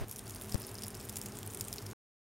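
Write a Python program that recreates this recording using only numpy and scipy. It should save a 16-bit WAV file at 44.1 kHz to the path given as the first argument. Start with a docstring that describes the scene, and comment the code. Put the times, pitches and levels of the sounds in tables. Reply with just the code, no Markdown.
"""A sausage sizzles on a small steel grill in a vehicle cab: fat bubbles ring, snap and rattle briefly in the tray,
over noise shaped into a thin hiss. Filtered noise makes the low drone of the cab, which is louder for a moment
at the start, while a low flutter and a thin hiss of opposite sign in the two ears come and go. Then the sound is
almost mono. A low swing with a tick thumps in the left ear alone, later a narrow band of hiss grows,
and the sound stops abruptly."""
import sys
import numpy as np
from scipy import signal
from scipy.fft import rfft, irfft, next_fast_len
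from scipy.io import wavfile
from scipy.ndimage import map_coordinates

SR = 44100
rng = np.random.default_rng(int(sys.argv[2]) if len(sys.argv) > 2 else 0)


def unload_wav(signal):
    """Save mono or channel-first audio to the path in sys.argv[1] as 16-bit WAV at rate SR, clipped to [-1, 1]."""
    wavfile.write(
        sys.argv[1],
        SR,
        np.round(np.clip(np.atleast_2d(signal).T, -1, 1) * 32767).astype(np.int16),
    )


def volts_from_db(level):
    """Convert decibel levels to linear amplitude ratios."""
    exponent = np.asarray(level, float) / 20
    return 10 ** exponent


N = 97196


def unit(x):
    """Scales a sound to rms 1."""
    return x / np.sqrt(np.mean(x ** 2) + 1e-20)


def curves(rows):
    """Draws straight lines between the rows: one value per sample for each column after the time."""
    seconds, *columns = np.transpose(rows)
    return [np.interp(np.arange(N) / SR, seconds, column) for column in columns]


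def colour(points):
    """Gives the gain over frequency from (Hz, dB) points on a log axis."""
    f, db = np.transpose(points)
    return lambda hz: volts_from_db(np.interp(np.log(hz + 1), np.log(f + 1), db))


def resonance(centre_hz, width_hz):
    """Gives the gain of a narrow peak; the width is taken where the gain has halved."""
    return lambda hz: 1 / (1 + (2 * (hz - centre_hz) / width_hz) ** 2)


def filtered(x, response):
    """Multiplies the spectrum of x by a response of frequency."""
    m = next_fast_len(x.shape[-1] + 2048)
    spectrum = rfft(x, m) * response(np.fft.rfftfreq(m, 1 / SR))
    return irfft(spectrum, m)[..., :x.shape[-1]]


def wobble(rate):
    """Draws a smooth random curve through `rate` random knots a second."""
    knots = rng.standard_normal(int(N * rate / SR) + 4)
    return map_coordinates(knots, [np.arange(N) * rate / SR])


def noise(response):
    """Makes coloured noise of rms 1."""
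    return unit(filtered(rng.standard_normal(N), response))


# The colour of the snaps. Each row: frequency in Hz, gain in dB.
SNAP_COLOUR = [(1200, -45), (2000, -15), (3500, -8), (4300, -8), (5200, -2), (6200, -4), (7200, -1),
               (8100, -5), (8800, 3), (11000, -2), (12500, -3), (14000, -9), (16500, -13)]
# A small bubble radiates no bass. Each row: frequency in Hz, gain in dB.
BUBBLE_BASS_LOSS = [(900, -24), (2400, 0)]


def bursts(s, db, hz, ms, snap_db):
    """Each bubble rings a few cycles with a snap, and the tray scatters it anew."""
    ring_cycles = 2.2  # the ring falls to 1/e in this many cycles
    rattle_db, rattle_fall_db = -16.5, 9  # start of the tray's answer, and its fall over the rattle length
    tail_db, tail_t60_s = -26.5, 0.052  # after-ring of the tray
    echo_ms, echo_gain = .567, .7  # every burst bounces once off the tray floor
    # under this peak a burst loses its first spike: dB per dB, down to a limit
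    sharp_db, sharp_slope, softest_db = -24.5, 0.51, -4.5

    t = np.arange(768) / SR
    scatter = rng.standard_normal((len(s), len(t)))
    ring = np.sin(2 * np.pi * hz[:, None] * t) * np.exp(-t * hz[:, None] / ring_cycles)
    ring /= np.linalg.norm(ring, axis=1, keepdims=True)
    # the click is filtered away from the edge, then moved close to the start
    click = (np.arange(len(t)) == 24) * 1.
    snap = np.roll(filtered(click, colour(SNAP_COLOUR)), -20)
    bubble = ring + volts_from_db(snap_db)[:, None] * snap / np.linalg.norm(snap)

    rattle = volts_from_db(rattle_db - rattle_fall_db * (1000 * t / ms[:, None]) ** 2)
    tail = volts_from_db(tail_db - 60 * t / tail_t60_s)
    tray = scatter * (rattle + tail)
    spike = volts_from_db(np.clip(sharp_slope * (db - sharp_db), softest_db, 0))
    tray[:, 0] = spike
    tray[:, round(echo_ms * SR / 1000)] = echo_gain * spike

    pop = signal.fftconvolve(bubble, tray, axes=1)[:, :len(t)]
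    pop *= (volts_from_db(db) / np.abs(pop).max(axis=1))[:, None]
    at = np.round(s * SR).astype(int)[:, None] + np.arange(len(t))
    placed = np.bincount(at.ravel(), pop.ravel(), N + len(t))[:N]
    return filtered(placed, colour(BUBBLE_BASS_LOSS))


# The loud bubbles of fat. Each row: start in seconds, peak in dB before the bass loss, pitch in Hz,
# rattle length in ms, broad snap over the ring in dB.
LOUD_BUBBLES = [(0.083, -33.5, 11700.0, 0.71, -1), (0.091, -44, 11500.0, 0.4, -6),
                (0.0942, -37, 8630, 2.9, 5), (0.0973, -39, 12400, 2.2, 3), (0.1124, -23, 12300, 1.4, 6),
                (0.1143, -30, 10200, 1.7, -1), (0.122, -38.5, 6500, 1.5, -7), (0.126, -33, 10100, 1.8, 1),
                (0.1328, -40, 11500, 1.2, -6), (0.138, -41, 10000, 1.6, -12), (0.16, -34, 6000, 2, 1),
                (0.162, -39, 12100, 1.2, 9), (0.167, -36, 10800, 3.3, 6), (0.181, -38, 11000, 1.2, -8),
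                (0.1861, -35.5, 13700.0, 1.8, 16), (0.1922, -30.5, 9850, 2.5, 3),
                (0.2427, -48, 10000, 1.4, -10), (0.2587, -41, 10000, 0.75, -5),
                (0.2682, -39.5, 4730, 3.9, 0), (0.279, -32, 9600, 0.87, 13), (0.2897, -37, 11500.0, 1.0, 9),
                (0.2956, -30.5, 9400, 2.2, 6), (0.305, -36, 11000.0, 1.0, 2), (0.3076, -32, 9200, 1.4, 13),
                (0.3207, -39, 7100, 1.3, 1), (0.3346, -44, 10500.0, 1.5, 1), (0.3392, -42, 4900, 1.3, -4),
                (0.3477, -32.5, 11000, 0.75, -4), (0.3595, -33, 4800, 1.3, 1),
                (0.3647, -35, 10700, 1.2, -4), (0.4073, -53, 8900.0, 1.2, 5), (0.413, -25.5, 8800, 0.83, 4),
                (0.4205, -30.5, 10900, 0.51, -9), (0.4355, -36, 10400, 0.94, -10),
                (0.445, -35, 8900.0, 0.94, 9), (0.4527, -38.5, 9500, 1.5, -8), (0.459, -40, 12500, 1.1, -3),
                (0.486, -39, 9000, 1.5, 7), (0.494, -37, 8800, 4.6, -27), (0.518, -31, 8600, 0.81, 0),
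                (0.5226, -29, 5000, 1.6, 0), (0.5364, -35, 8800.0, 2.2, 1), (0.5438, -26, 4820, 2.2, 5.5),
                (0.573, -41, 8600, 0.87, -6), (0.5802, -38, 10640, 1.6, -9), (0.597, -38, 10440, 1.3, -2),
                (0.601, -33, 12800.0, 1.1, -6), (0.605, -45, 9600, 1.5, -5), (0.611, -40, 4760, 1.3, -3),
                (0.6173, -36.5, 5170, 1.3, -5), (0.619, -32.5, 11000, 1.1, -9), (0.63, -37, 4960, 1, -2),
                (0.6387, -36.0, 5200, 1.2, -3), (0.6483, -37.5, 5100, 1.1, -10),
                (0.6676, -31.5, 11460, 1.1, -6), (0.673, -39, 10200, 1.7, -10), (0.683, -39, 5030, 1.1, -7),
                (0.6924, -39.5, 5000, 1, -10), (0.695, -40, 10500, 1.2, -2), (0.703, -51, 13000, 1.2, -3),
                (0.714, -37, 7500, 2.7, 1), (0.743, -35, 11200, 1.6, -6), (0.7532, -31.5, 4900, 1.2, 6),
                (0.7848, -33.5, 4920, 1.1, -1.5), (0.791, -38.5, 5160, 2.6, 3.5),
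                (0.8107, -38.5, 10000.0, 1.2, 1), (0.8211, -27.5, 5130, 1.8, 2),
                (0.8347, -28, 5130, 1.8, -2), (0.8388, -27, 9700, 0.95, 0.5),
                (0.847, -34.5, 5060, 0.68, -13), (0.86, -36, 12000, 0.8, 10), (0.8666, -28, 10900, 1.2, 8),
                (0.8814, -28.5, 10830, 2.1, -1.5), (0.9044, -32.5, 11000, 1.2, 14),
                (0.9452, -34.5, 4970, 1.1, -2), (0.9501, -32.5, 9540, 4.1, 3), (0.97, -38, 5200, 0.92, 6),
                (0.9923, -43, 7250, 1, -10), (0.9986, -34.5, 5300, 0.65, 2), (1.0032, -38, 4800, 1.5, -2),
                (1.0115, -35, 7900, 1.2, -6), (1.0275, -40, 12500, 1.1, 6), (1.043, -42, 13000, 1, -5),
                (1.05, -39.5, 7000.0, 0.86, -3), (1.053, -34.5, 12500, 1.2, 0),
                (1.0884, -32.5, 7400, 1.5, 2), (1.094, -30.5, 8900, .8, 3), (1.095, -28.5, 5330, 4.2, 6),
                (1.1262, -34, 10200, 1.8, 1), (1.1579, -24, 8800, 1.8, 9), (1.1657, -31.5, 8870, 1.4, 5.5),
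                (1.1675, -25, 12000, 1.5, 5), (1.1693, -22, 10160, 3.5, 6),
                (1.1854, -30, 12600.0, 1.1, -7.5), (1.1918, -37, 8800, 1.5, -21),
                (1.215, -24.5, 11900, 1.8, 23), (1.2254, -38.5, 6960, 1.5, -3),
                (1.2352, -35, 15100, 1.1, -11), (1.2594, -28.5, 6900, 1.6, 3), (1.26, -29, 14800, 1.2, -3),
                (1.2627, -34.5, 6500, 1.3, -11), (1.267, -41, 7300, 2.9, -10.5),
                (1.2851, -33.5, 7200, 1.4, -1), (1.3213, -36.5, 5200, 1.8, 1.5), (1.3537, -35, 7440, 1, 0),
                (1.3713, -33, 8170, 1.7, -26.5), (1.388, -29.5, 7170, 1.1, 1),
                (1.4306, -29.5, 9000, 0.85, 1.5), (1.452, -43.5, 8700, 1.5, -2),
                (1.463, -32.5, 13360, 2.2, -1), (1.475, -30.5, 9300, 2.4, -14),
                (1.4935, -41, 12000, 0.94, 7), (1.5017, -37, 7400, 1.9, -8), (1.507, -37, 11000, 1.4, 0),
                (1.51, -41.5, 11000, 1.2, 4.5), (1.5162, -43, 9000, 1.2, -9), (1.5205, -36, 14000, 1.5, 7),
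                (1.5295, -39, 8900, 1.7, 3), (1.5355, -31, 14500.0, 1.5, 5),
                (1.5472, -24.5, 9400, 1.6, -15), (1.549, -34, 14000, 1.2, 7), (1.5725, -30.5, 6630, 2.3, 3),
                (1.5891, -36.5, 9100, 1.3, -5.5), (1.5982, -31.5, 9000, 0.75, -12.5),
                (1.6096, -18.5, 9360, 2.9, 6.5), (1.62, -40.5, 8800.0, 3.5, -8),
                (1.642, -35.5, 8780, 1.5, -10.5), (1.6492, -35.5, 8850, 0.45, -9),
                (1.651, -36, 8800, 1.2, -14), (1.6726, -38, 8800.0, 1, -14.5), (1.683, -26, 6240, 2.4, 3),
                (1.722, -46, 9970, 1.5, -9.5), (1.7283, -19, 4960, 0.75, 10), (1.7384, -25.5, 9300, 1.5, 1),
                (1.7598, -30, 8900, 1.4, 15), (1.766, -37.5, 9140, 1.4, -3), (1.783, -28.5, 4840, 1.2, -9),
                (1.788, -40, 13600, 1.6, 1), (1.824, -38, 8900.0, 1.2, 5), (1.8638, -35, 10100, 1, 6),
                (1.865, -35, 5070, 2.9, -0.5), (1.868, -40, 8000, 1.6, 4), (1.9123, -37, 6780, 0.68, -9)]


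def loud_bubbles():
    """Plays the large bubbles of fat, each bursting at its own time and pitch."""
    return bursts(*np.transpose(LOUD_BUBBLES))


# The strength of the sizzle. Each row: time in seconds, hiss level in dB before its small wobble.
SIZZLE_LEVEL = [(0, -58), (.05, -66.5), (.1, -65.5), (.3, -62.5), (.6, -60.5), (.9, -63.5), (1.2, -61.5),
                (1.45, -64.5), (1.65, -61), (1.8, -61), (1.93, -62.5)]


def small_bubbles():
    """Scatters a crowd of small bursts at random, louder when the sizzle is stronger."""
    per_s, quietest_db, spread_db = 280, -49.5, 3.5  # quietest at the mean sizzle level
    high_hz, sag_hz_per_s = 10500, 950  # the high pitch sinks as the sizzle goes on
    low_hz, low_share = 5150, .2  # some small ones gather round a lower pitch
    scatter_oct, rattle_ms, snap_db = .1, .9, 4

    sizzle_db, = curves(SIZZLE_LEVEL)
    u = rng.random((int(per_s * N / SR), 5))
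    at = u[:, 0] * (N - 1) / SR
    strength_db = (sizzle_db - sizzle_db.mean())[(at * SR).astype(int)]
    peak_db = quietest_db - spread_db * np.log(1 - .95 * u[:, 1]) + strength_db
    centre_hz = np.where(u[:, 4] < low_share, low_hz, high_hz - sag_hz_per_s * at)
    # sqrt(6) gives the difference of two uniform draws a standard deviation of 1
    pitch_hz = centre_hz * 2 ** (scatter_oct * np.sqrt(6) * (u[:, 2] - u[:, 3]))
    return bursts(at, peak_db, pitch_hz, rattle_ms + 0 * at, snap_db + 0 * at)


# The colour of the steam. Each row: frequency in Hz, gain in dB.
STEAM_COLOUR = [(1500, -24.5), (3000, -5.5), (4200, -11), (5200, 1.5), (6300, 3), (8000, -2.5), (8900, 2),
                (9800, -2.5), (11500, 2)]
# A narrow band of hiss that grows late. Each row: time in seconds, level in dB before its wobble.
JET_LEVEL = [(0, -78), (.9, -68), (1.2, -68), (1.5, -65.5), (1.72, -67), (1.85, -73.5)]


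def steam():
    """Shapes noise into the hiss of steam, a thin top and a narrow jet."""
    air_db = -65  # at the mean sizzle level
    jet_hz, jet_width_hz = 9000, 1300

    sizzle_db, = curves(SIZZLE_LEVEL)
    hiss = volts_from_db(sizzle_db + 1.2 * wobble(40)) * noise(colour(STEAM_COLOUR + [(15000, -60)]))
    air_colour = colour([(9000, -30), (12000, 0), (17000, -2)])
    air = volts_from_db(air_db + sizzle_db - sizzle_db.mean()) * noise(air_colour)
    jet_db, = curves(JET_LEVEL)
    jet = volts_from_db(jet_db + 1.8 * wobble(80)) * noise(resonance(jet_hz, jet_width_hz))
    return hiss + air + jet


def thump():
    """A tick, a quick shiver and one low swing of falling pitch that break off."""
    start_s, length_s = .54505, .0115
    swing_db, swing_hz, sag_s = -20.5, 160, .009  # starting pitch, which falls to 1/e in sag_s
    tick_db, tick_t60_s = -31, .005
    shiver_db, shiver_hz, shiver_t60_s = -33, 590, .035

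    t = np.arange(N) / SR - start_s
    on = (t >= 0) & (t < length_s)
    t = np.clip(t, 0, length_s)
    swing = -volts_from_db(swing_db) * np.cos(2 * np.pi * swing_hz * sag_s * (1 - np.exp(-t / sag_s)))
    tick = volts_from_db(tick_db - 60 * t / tick_t60_s) * noise(colour(SNAP_COLOUR))
    shiver = volts_from_db(shiver_db - 60 * t / shiver_t60_s) * np.cos(2 * np.pi * shiver_hz * t)
    return on * (swing + tick + shiver)


# The left-right difference. Each row: time in seconds, bass level in dB, treble level in dB.
FLUTTER_LEVEL = [(0, -67, -58), (.015, -36, -63), (.042, -45, -67), (.052, -77, -75), (.1, -57, -85),
                 (.15, -77, -110), (.19, -94, -72), (.21, -60, -65), (.27, -71, -79), (.295, -93, -56),
                 (.31, -75, -110), (.34, -110, -120), (.4, -140, -140)]
# The colours of its bass and its treble. Each row: frequency in Hz, gain in dB.
BASS_COLOUR = [(20, -2), (50, -0.5), (90, 4), (160, -10), (300, -30.5), (600, -60)]
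TREBLE_COLOUR = [(4000, -54.5), (8000, 6), (15000, 2.5)]


def flutter():
    """Noise in bass and treble, rising and falling fast, to be heard with opposite sign in the two ears."""
    bass_db, treble_db = curves(FLUTTER_LEVEL)
    bass = volts_from_db(bass_db) * noise(colour(BASS_COLOUR))
    treble = volts_from_db(treble_db) * noise(colour(TREBLE_COLOUR))
    return bass + treble


# The swell of the drone. Each row: time in seconds, level in dB (only its change about the mean counts).
DRONE_SWELL = [(0.05, -49.5), (0.076, -50.5), (0.314, -46.5), (0.518, -46), (0.55, -46), (0.596, -46),
               (1.19, -46.5), (1.2, -46), (1.882, -46.5), (1.92, -45.5)]
# The colour of the broad rumble. Each row: frequency in Hz, gain in dB.
RUMBLE_COLOUR = [(20, -35.5), (33, -25.5), (42, -2.5), (71, -7), (106, 4.5), (166, -9.5), (202, -4.5),
                 (272, -9.5), (375, -9), (528, -15.5), (654, -13), (1270, -18.5), (3190, -26.5),
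                 (5000, -31), (6500, -47), (11000, -120)]
# Narrow hums in the drone. Each row: pitch in Hz, width in Hz, rms level in dB before the swell.
DRONE_HUMS = [(48, 7.4, -68.5), (103, 6.9, -59.5), (106.4, 18, -56.5), (205.8, 4.6, -58.5),
              (248.7, 25, -63.5), (374.7, 15, -62.5), (412.2, 18, -61.5), (460, 28, -66.5)]


def cab():
    """Broad rumble with a few narrow, wavering hums, all made of filtered noise."""
    open_s, open_db, open_bass_db = .0462, 9, -49.5  # louder at first, and heavier in the bass
    rumble_db = -49.0  # before the swell

    opening = np.arange(N) < open_s * SR
    level_db, = curves(DRONE_SWELL)
    swell = volts_from_db(level_db - level_db.mean() + open_db * opening)
    rumble = volts_from_db(rumble_db) * noise(colour(RUMBLE_COLOUR))
    hums = sum(volts_from_db(db) * noise(resonance(hz, width)) for hz, width, db in DRONE_HUMS)
    heavy = volts_from_db(open_bass_db) * opening * noise(colour(BASS_COLOUR))
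    return swell * (rumble + hums) + heavy


def scene():
    """Puts the grill and the cab in the middle, the flutter at the sides and the thump at the left."""
    mid = loud_bubbles() + small_bubbles() + steam() + cab()
    side = flutter()
    return np.array([mid + side + thump(), mid - side])


def low_pass(x):
    """Removes everything above the highest recorded frequency."""
    return signal.sosfilt(signal.butter(12, 16840, fs=SR, output="sos"), x)


def record(dry):
    """Limits the band steeply and ends the sound abruptly."""
    top_hz, end_s = 15860, 1.9326
    limited = filtered(dry, lambda hz: 1 / (1 + (hz / top_hz) ** 500))
    mix = limited * (np.arange(N) < end_s * SR)
    return low_pass(mix)


dry = scene()
out = record(dry)
unload_wav(out)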